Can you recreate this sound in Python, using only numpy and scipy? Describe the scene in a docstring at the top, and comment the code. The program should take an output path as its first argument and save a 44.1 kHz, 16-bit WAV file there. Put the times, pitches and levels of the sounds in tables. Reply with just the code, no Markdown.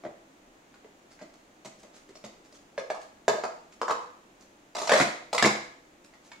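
"""Plastic cups go softly onto a padded table, then up into a ringing pyramid that is swept back down.
Each contact pops the air in a cup, rings its thin wall and base, clicks its rim and thumps the table.
Nested cups hiss as they slide, made from noise that flutters in tiny slips.
A bare, tiled room answers with echoes, standing waves and a short tail, over its own quiet, steady noise."""
import sys
import numpy as np
from scipy import signal
from scipy.fft import rfft, irfft, next_fast_len
from scipy.io import wavfile

SR = 44100
rng = np.random.default_rng(int(sys.argv[2]) if len(sys.argv) > 2 else 0)


def dump(signal):
    """Clip the signal to [-1, 1] and save it as 16-bit WAV at the path in sys.argv[1]."""
    limited = np.clip(np.atleast_2d(signal).T, -1, 1)
    pcm = np.round(limited * 32767).astype(np.int16)
    wavfile.write(sys.argv[1], SR, pcm)


N = 282240

FREE_BASE_HZ, HELD_BASE_HZ = 1644, 1980  # a gripped or nested base rings higher

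# Cups set down on the mat.
# Each row: start in seconds, strength in dB, air pitch in Hz, hardness in dB.
SET_DOWNS = [(0.037, -44.5, 673, -8), (0.05, -38.5, 583, -13.5), (.063, -46, 602, -22),
             (.845, -53.5, 430, -4), (1.213, -48, 610, 2.5), (1.221, -50, 590, 3), (1.656, -48.5, 640, 9.5),
             (1.836, -55, 583, -5), (2.09, -53.5, 422, 6), (2.24, -45, 572, 6.5)]
# Cups placed on the pyramid. Each row: start in seconds, strength in dB, air pitch in Hz,
# tiers above the second, hardness in dB, extra ring of the base below in dB.
PLACINGS = [(2.778, -31, 542, 0.099, -1.5, 1), (2.901, -31, 640, 0, -2, 2), (2.946, -47, 670, 2, 4.5, -9),
            (3.2803, -17.5, 614, 0, 0, -2), (3.437, -30, 644, 1.5, -1.5, -2.5),
            (3.815, -33, 488, 1.9, 3, 1.5), (3.881, -34.5, 666, 2.47, 2, -4),
            (3.897, -35, 620, 2.66, -2, 4), (3.907, -33.5, 486, 2.35, 6.5, 2)]
# How a contact shares its strength. 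Columns: table, air, side wall, base, rim click, all in dB.
MAT_MIX = (-4, -0.5, -18, -10, -14)  # soft: the mat swallows the click
TIER_MIX = (-20.5, 0, -12.5, -8.5, -14)  # hollow: mostly trapped air
# What each tier upward adds, most of all to the side wall. Same five columns, in dB per tier.
PER_TIER_DB = (0.5, 0, 7, -1.5, 0.5)


def stacking():
    """Cups go onto the mat, then up in tiers; the higher the tier, the more freely the side wall rings."""
    hits = []
    for start, db, air_hz, hardness_db in SET_DOWNS:
        hits += landing(start, MAT_MIX, db, air_hz, HELD_BASE_HZ, hardness_db)
    for start, db, air_hz, tier, hardness_db, base_ring_db in PLACINGS:
        table, air, wall, base, click = np.array(TIER_MIX) + tier * np.array(PER_TIER_DB)
        mix = (table, air, wall, base + base_ring_db, click)
        hits += landing(start, mix, db, air_hz, FREE_BASE_HZ, hardness_db)
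    return hits


# Cups glancing off each other as the pyramid is swept down.
# Each row: start in seconds, strength in dB.
GLANCES = [(4.7505, -39), (4.766, -40), (4.785, -38), (4.817, -38), (4.874, -34.5), (5.03, -50),
           (5.3294, -33), (5.348, -33.5)]
# Cups dropping into one another.
# Each row: start in seconds, strength in dB, air pitch in Hz, base pitch in Hz.
NESTINGS = [(4.894, -24.5, 618, 1640), (4.917, -22, 547, 1730), (4.9205, -23, 647, 1820),
            (4.937, -23.5, 604, 2070), (4.962, -25.5, 547, 1670), (4.984, -34, 587, 1980)]
# Nested stacks landing on the table.
# Each row: start in seconds, strength in dB, air pitch in Hz, base pitch in Hz, hardness in dB.
SLAMS = [(4.999, -28, 660, 1878, -3), (5.008, -28, 711, 2095, -4.5), (5.4248, -27, 600, 1700, 5),
         (5.447, -25.5, 658, 1985, -3.5), (5.456, -30.5, 507, 1710, 6)]
# How a contact shares its strength. 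Columns: table, air, side wall, base, rim click, all in dB.
GLANCE_MIX = (-16, 2, 0.5, -7.5, -1)  # wall against wall
NEST_MIX = (-17, 1, -6.5, -2.5, -7.5)  # air forced out between two cups
SLAM_MIX = (-1, 1, -2, 3.5, -2.5)  # the weight of a stack thumps the table


def sweeping():
    """Cups glance down the pyramid, drop into one another and land on the table as stacks."""
    kinds = [(GLANCE_MIX, GLANCES), (NEST_MIX, NESTINGS), (SLAM_MIX, SLAMS)]
    return [(start, knock(mix, *blow)) for mix, rows in kinds for start, *blow in rows]


# Rims ticking as a cup leaves the stack in the hand. Each row: start in seconds, strength in dB.
TICKS = [(1.648, -50), (1.831, -57), (2.154, -51.5), (2.247, -49.5), (2.525, -57.5)]
# Taps on a cup's base. Each row: start in seconds, strength in dB, base pitch in Hz.
TAPS = [(.741, -62, 1500), (1.191, -59.5, 1590), (5.3801, -26.5, 2045), (6.137, -60.5, 2010),
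        (6.317, -50.5, 2270)]
# How a contact shares its strength. Columns: table, air, side wall, base, rim click, all in dB.
TICK_MIX = (-12, -1.5, -8, -13.5, -1)  # light: mostly rim
TAP_MIX = (-27.5, -10, -1.5, 1.5, -3.5)  # a rim striking another cup's base


def handling():
    """Rims tick as cups leave the stack in the hand, and rims tap on other cups' bases."""
    ticks = [(start, knock(TICK_MIX, db)) for start, db in TICKS]
    taps = [(start, knock(TAP_MIX, db, base_hz=base_hz)) for start, db, base_hz in TAPS]
    return ticks + taps


def landing(start, mix, db, air_hz, base_hz, hardness_db):
    """One edge of the rim touches first, then the cup falls flat, weaker but a little harder."""
    edge = knock(mix, db, air_hz, base_hz, hardness_db)
    flat = knock(mix, db - 10, air_hz, base_hz, hardness_db + 1.5)
    return [(start, edge), (start + .0065, flat)]


AIR_HZ, AIR_SPREAD = 634, 0.058  # air pitch where a contact names none; its relative scatter
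BASE_SPREAD = .02  # relative scatter of the base pitch
# How far hardness raises each part, in dB per dB. Columns: table, air, side wall, base, rim click.
HARDNESS_SHARE = (0.15, 0, 0.64, 0.3, 0.91)


def knock(mix, db, air_hz=None, base_hz=HELD_BASE_HZ, hardness_db=0):
    """One contact of a given kind; a harder one puts more into the plastic than into the air and table."""
    air_shift, base_shift = rng.standard_normal(2)
    air_hz = air_hz or AIR_HZ * (1 + AIR_SPREAD * air_shift)
    levels = db + np.array(mix) + hardness_db * np.array(HARDNESS_SHARE)
    return contact(air_hz, base_hz * (1 + BASE_SPREAD * base_shift), *levels)


def contact(air_hz, base_hz, table_db, air_db, wall_db, base_db, click_db):
    """Cup contact: the table thumps, the trapped air pops, wall and base clack, the rim clicks."""
    parts = [table_thump(), air_pop(air_hz), wall_clack(), base_clack(base_hz), rim_click()]
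    return amp([table_db, air_db, wall_db, base_db, click_db]) @ np.array(parts)


# Modes of the table. Each row: centre pitch in Hz, typical level in dB, decay time t60 in seconds.
TABLE_MODES = [(144, 1, 0.042), (209, -1.5, 0.043), (249.7, -3, 0.057), (335, 4.5, 0.021)]
# What the table top radiates. Each row: frequency in Hz, gain in dB.
TABLE_RADIATION = [(60, -16.5), (100, -11.5), (140, -4), (220, 2), (400, 7), (1000, -24)]


def table_thump():
    """The table's damped modes, as its top radiates them."""
    modes = ring(TABLE_MODES, scatter_db=2.0, detune=0.0055, attack=0.00063)
    return burst(coloured(modes, TABLE_RADIATION))


# Air in and between the cups.
# Each row: multiple of the air pitch, typical level in dB, decay time t60 in seconds.
CAVITY = [(.74, -8, .03), (1.0, 0, .034), (1.15, -8, .022)]
# A small cup radiates little bass. Each row: frequency in Hz, gain in dB.
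AIR_RADIATION = [(70, -41), (160, -31.5), (300, -4), (430, 1), (720, 3.5), (1000, 0), (2500, -19.5)]
# Puff of air squeezed out under the rim. Each row: frequency in Hz, relative level in dB per Hz.
PUFF = [(100, -30), (250, -16.5), (400, 3.5), (600, 0.5), (880, -2), (1200, -1.5), (3000, -52)]


def air_pop(air_hz):
    """The air in the cup resonates while a puff escapes under the rim."""
    air = ring(pitched(CAVITY, air_hz), scatter_db=1.5, detune=.012, attack=.0005)
    return burst(burst(coloured(air, AIR_RADIATION)) + amp(-8) * crack(PUFF, t60=0.014))


# Modes of a cup's side wall.
# Each row: centre pitch in Hz, typical level in dB, decay time t60 in seconds.
WALL = [(994, 2.5, 0.079), (1109, 5.5, 0.082), (1217, -0.5, 0.21), (1288, 0, 0.14)]
# Snap of the side wall. Each row: frequency in Hz, relative level in dB per Hz.
WALL_SNAP = [(500, -41.5), (850, 3), (1100, -3), (1300, -10.5), (1500, -10), (2000, -30.5), (5000, -44),
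             (12000, -70)]


def wall_clack():
    """The thin side wall snaps and rings."""
    return shell(WALL, WALL_SNAP, snap_t60=0.015, ring_db=-0.5, detune=0.02)


# Modes of a cup's base.
# Each row: multiple of the base pitch, typical level in dB, decay time t60 in seconds.
BASE = [(.96, -5, .04), (1.0, 0, .045), (1.05, -5, .04), (1.27, -13, .02)]
# Snap of the base. Each row: frequency in Hz, relative level in dB per Hz.
BASE_SNAP = [(800, -41.5), (1400, -1.5), (1700, -1.5), (2100, -1), (2600, -7), (4000, -14.5), (9000, -76)]


def base_clack(base_hz):
    """The base snaps and rings around its own pitch."""
    return shell(pitched(BASE, base_hz), BASE_SNAP, snap_t60=.012, ring_db=0, detune=.008)


# Snap of the rim. Each row: frequency in Hz, relative level in dB per Hz.
RIM_SNAP = [(900, -42), (2300, -5), (3200, -1.5), (4400, 0.5), (6000, -1.5), (7100, -0.5), (8500, -11),
            (11000, -19.5), (15500, -33)]


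def rim_click():
    """The rim gives a bright click that chatters."""
    return chatter(crack(RIM_SNAP, t60=0.023), gap=.0016, again_db=-0.5)


def chatter(x, gap, again_db):
    """A rim never lands flat: it touches twice more within a few milliseconds."""
    out = x.copy()
    delays = np.cumsum(gap * rng.uniform(.5, 2.2, 2))
    for delay, db in zip(delays, rng.normal(again_db, 0.87, 2)):
        add(out, delay, amp(db) * x)
    return burst(out)


def shell(modes, snap, snap_t60, ring_db, detune):
    """One region of the plastic: a dry snap and a short ring."""
    ringing = ring(modes, scatter_db=-1, detune=detune, attack=0.00021)
    return burst(crack(snap, snap_t60) + amp(ring_db) * ringing)


T = np.arange(round(.12 * SR)) / SR  # time axis of one contact, in seconds


def ring(modes, scatter_db, detune, attack):
    """Damped modes; each contact gives slightly other strengths and pitches."""
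    hz, db, t60 = np.transpose(modes)[:, :, None]
    strength, shift, sign = rng.standard_normal((3, len(modes), 1))
    waves = np.sign(sign) * np.sin(2 * np.pi * hz * (1 + detune * shift) * T)
    decay = amp(db + scatter_db * strength - 60 * T / t60)
    return burst(np.sum(waves * decay, 0) * (1 - np.exp(-T / attack)))


def crack(spectrum, t60):
    """Many dense, heavily damped modes, made as a few milliseconds of coloured noise."""
    return burst(coloured(rng.standard_normal(len(T)) * amp(-60 * T / t60), spectrum))


def pitched(modes, pitch_hz):
    """Put modes given as multiples on a pitch."""
    return [(pitch_hz * multiple, db, t60) for multiple, db, t60 in modes]


# Colour of the sliding plastic. Each row: frequency in Hz, relative level in dB per Hz.
HISS = [(70, -15), (300, 2.5), (1200, 2.5), (3000, -2.5), (6800, 1.5), (8500, -6), (11000, -13.5),
        (15500, -30)]


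def slide(length, db):
    """Ribbed plastic rubs in tiny slips that swell and fade."""
    n = round(max(length, .005) * SR)
    noise = rng.standard_normal(n)
    # a new random slip strength every millisecond
    slip_db = 5 * np.repeat(rng.standard_normal(n), round(SR / 1000))[:n]
    return amp(db) * unit(coloured(noise * amp(slip_db), HISS)) * np.sqrt(np.hanning(n))


# Cup sliding on cup.
# Each row: start in seconds, length in seconds, level in dB before its fades and the room.
SLIDES = [(1.104, 0.024, -56), (1.335, 0.012, -59.5), (1.653, 0.019, -49), (1.777, 0.037, -61),
          (1.926, 0.066, -57.5), (2.44, 0.036, -61.5), (2.539, 0.027, -57), (2.994, 0.05, -57.5),
          (3.719, 0.015, -56.5), (4.396, 0.046, -61), (4.768, 0.12, -44.5), (4.937, 0.11, -34),
          (5.441, 0.019, -44), (6.039, 0.016, -57.5), (6.231, 0.063, -59.5)]


def cups():
    """Every contact and every slide, as heard in the room."""
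    track = np.zeros((2, N))
    for start, hit in handling() + stacking() + sweeping():
        add(track, start, room(hit, wet_db=0.5, build_up=0.00057, echo_db=-1, modes_db=-52.5))
    for start, length, db in SLIDES:
        rub = slide(length, db)
        add(track, start, room(rub, wet_db=0, build_up=0.005, echo_db=-0.5, modes_db=-60))
    return track * amp([[-.3], [.3]])  # leans slightly right


# Decay of the room's tail. Each row: frequency in Hz, decay time t60 in seconds.
ROOM_DECAY = [(100, 0.28), (260, 0.36), (700, 0.52), (1840, 0.54), (4850, 0.52), (8000, 0.45), (13000, 0.4)]
# Echoes off the walls. Each row: mean delay in seconds, relative strength as a gain.
ECHOES = [(.0045, 0.36), (.0098, 0.24), (0.0152, 0.67), (0.031, 0.15), (.042, 0.17), (.068, 0.063)]
# Standing waves of the room.
# Each row: pitch in Hz, relative level in dB, decay time t60 in seconds.
ROOM_MODES = [(137, -6.5, 0.49), (209.8, 0, 0.35), (333.6, -7, 0.56), (400, -1, 0.15), (494, -7.5, 0.61),
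              (621, -8, 0.25), (719, -5, 0.33)]


def room(x, wet_db, build_up, echo_db, modes_db):
    """Direct sound, wall echoes, standing waves and a tail that is new for each position of the cup."""
    hz, frames, bins = signal.stft(diffuse(size=24576), SR, nperseg=256)
    fading = bins * amp(-60 * frames / along(ROOM_DECAY, hz)[:, None])
    tail = signal.istft(fading, SR, nperseg=256)[1]
    t = np.arange(tail.shape[1]) / SR
    tail *= 1 - np.exp(-t / build_up)
    response = amp(wet_db) * tail / np.linalg.norm(tail[0])
    # a cup off centre reaches one microphone up to two samples earlier, and a little louder
    side = rng.normal(0.81, 1.0)
    lag = np.clip(np.round([side, -side]), 0, 2).astype(int)
    response[[0, 1], lag] += amp(np.array([-side, side]) * 0.21)
    for delay, strength in ECHOES:
        # delays scatter with the cup's position and between the microphones
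        arrival = np.abs(delay + .0004 * rng.standard_normal() + .00015 * rng.standard_normal(2))
        response[[0, 1], np.round(arrival * SR).astype(int)] += amp(echo_db) * strength
    for mode_hz, db, t60 in ROOM_MODES:
        wave = np.cos(2 * np.pi * (mode_hz * t + rng.random()))
        response += amp(modes_db + db - 60 * t / t60) * wave
    return signal.fftconvolve(x[None], response, axes=1)


# Colour of the room noise. Each row: frequency in Hz, relative level in dB per Hz.
AMBIENT = [(15, -10.5), (28, -4.5), (60, -10.5), (105, -11), (160, -6), (310, 1.5), (420, -5), (620, -3.5),
           (950, -8.5), (2200, -13), (5200, -22.5), (6800, -18), (9000, -28.5), (15500, -34.5)]


def ambience():
    """Steady low rush of the room with a faint hiss on top, as shaped noise from all sides."""
    return amp(-58.0) * unit(coloured(diffuse(size=N), AMBIENT))


# Diffuse sound at two microphones.
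# Each row: frequency in Hz, left-right likeness as a correlation from -1 to 1.
ALIKE = [(60, 0.96), (130, 0.94), (290, 0.94), (640, 0.34), (1410, -0.34), (3100, 0.17), (15000, -0.11)]


def diffuse(size):
    """White noise from all sides: closely alike at both microphones in the bass only."""
    turn = np.arccos(np.clip(along(ALIKE, np.fft.rfftfreq(size, 1 / SR)), -1, 1)) / 2
    mid, side = rfft(rng.standard_normal((2, size))) * [np.cos(turn), np.sin(turn)]
    return irfft([mid + side, mid - side], size)


def coloured(x, spectrum):
    """Causal minimum-phase filter with the given (Hz, dB) spectrum."""
    n = x.shape[-1]
    m = 2 * next_fast_len(n)
    cepstrum = irfft(np.log(amp(along(spectrum, np.fft.rfftfreq(m, 1 / SR)))), m)
    # fold the cepstrum forward in time so that nothing sounds before its cause
    cepstrum[1:m // 2] *= 2
    cepstrum[m // 2 + 1:] = 0
    return irfft(rfft(x, m) * np.exp(rfft(cepstrum)), m)[..., :n]


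def along(points, hz):
    """Read (Hz, value) points on a log axis."""
    f, v = np.transpose(points)
    return np.interp(np.log(hz + 1), np.log(f + 1), v)


def amp(db):
    """Decibels to gain."""
    return 10 ** (np.asarray(db) / 20)


def unit(x):
    """Scale to rms 1."""
    return x / np.sqrt(np.mean(x ** 2) + 1e-20)


def burst(x):
    """Scale to the energy of 10 ms at rms 1."""
    return x / np.sqrt(np.sum(x ** 2) * 100 / SR + 1e-20)


def add(track, start, x):
    """Mix x into the track from the start time in seconds on."""
    part = track[..., max(round(start * SR), 0):][..., :x.shape[-1]]
    part += x[..., :part.shape[-1]]


def scene():
    """Cups over the room noise."""
    return cups() + ambience()


TOP_HZ = 15830  # band limit


def record(dry):
    """Cut everything from the band limit up, with zero padding against wrap-around."""
    m = next_fast_len(N + SR // 2)
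    return irfft(rfft(dry, m) * (np.fft.rfftfreq(m, 1 / SR) < TOP_HZ), m)[:, :N]


dry = scene()
out = record(dry)
dump(out)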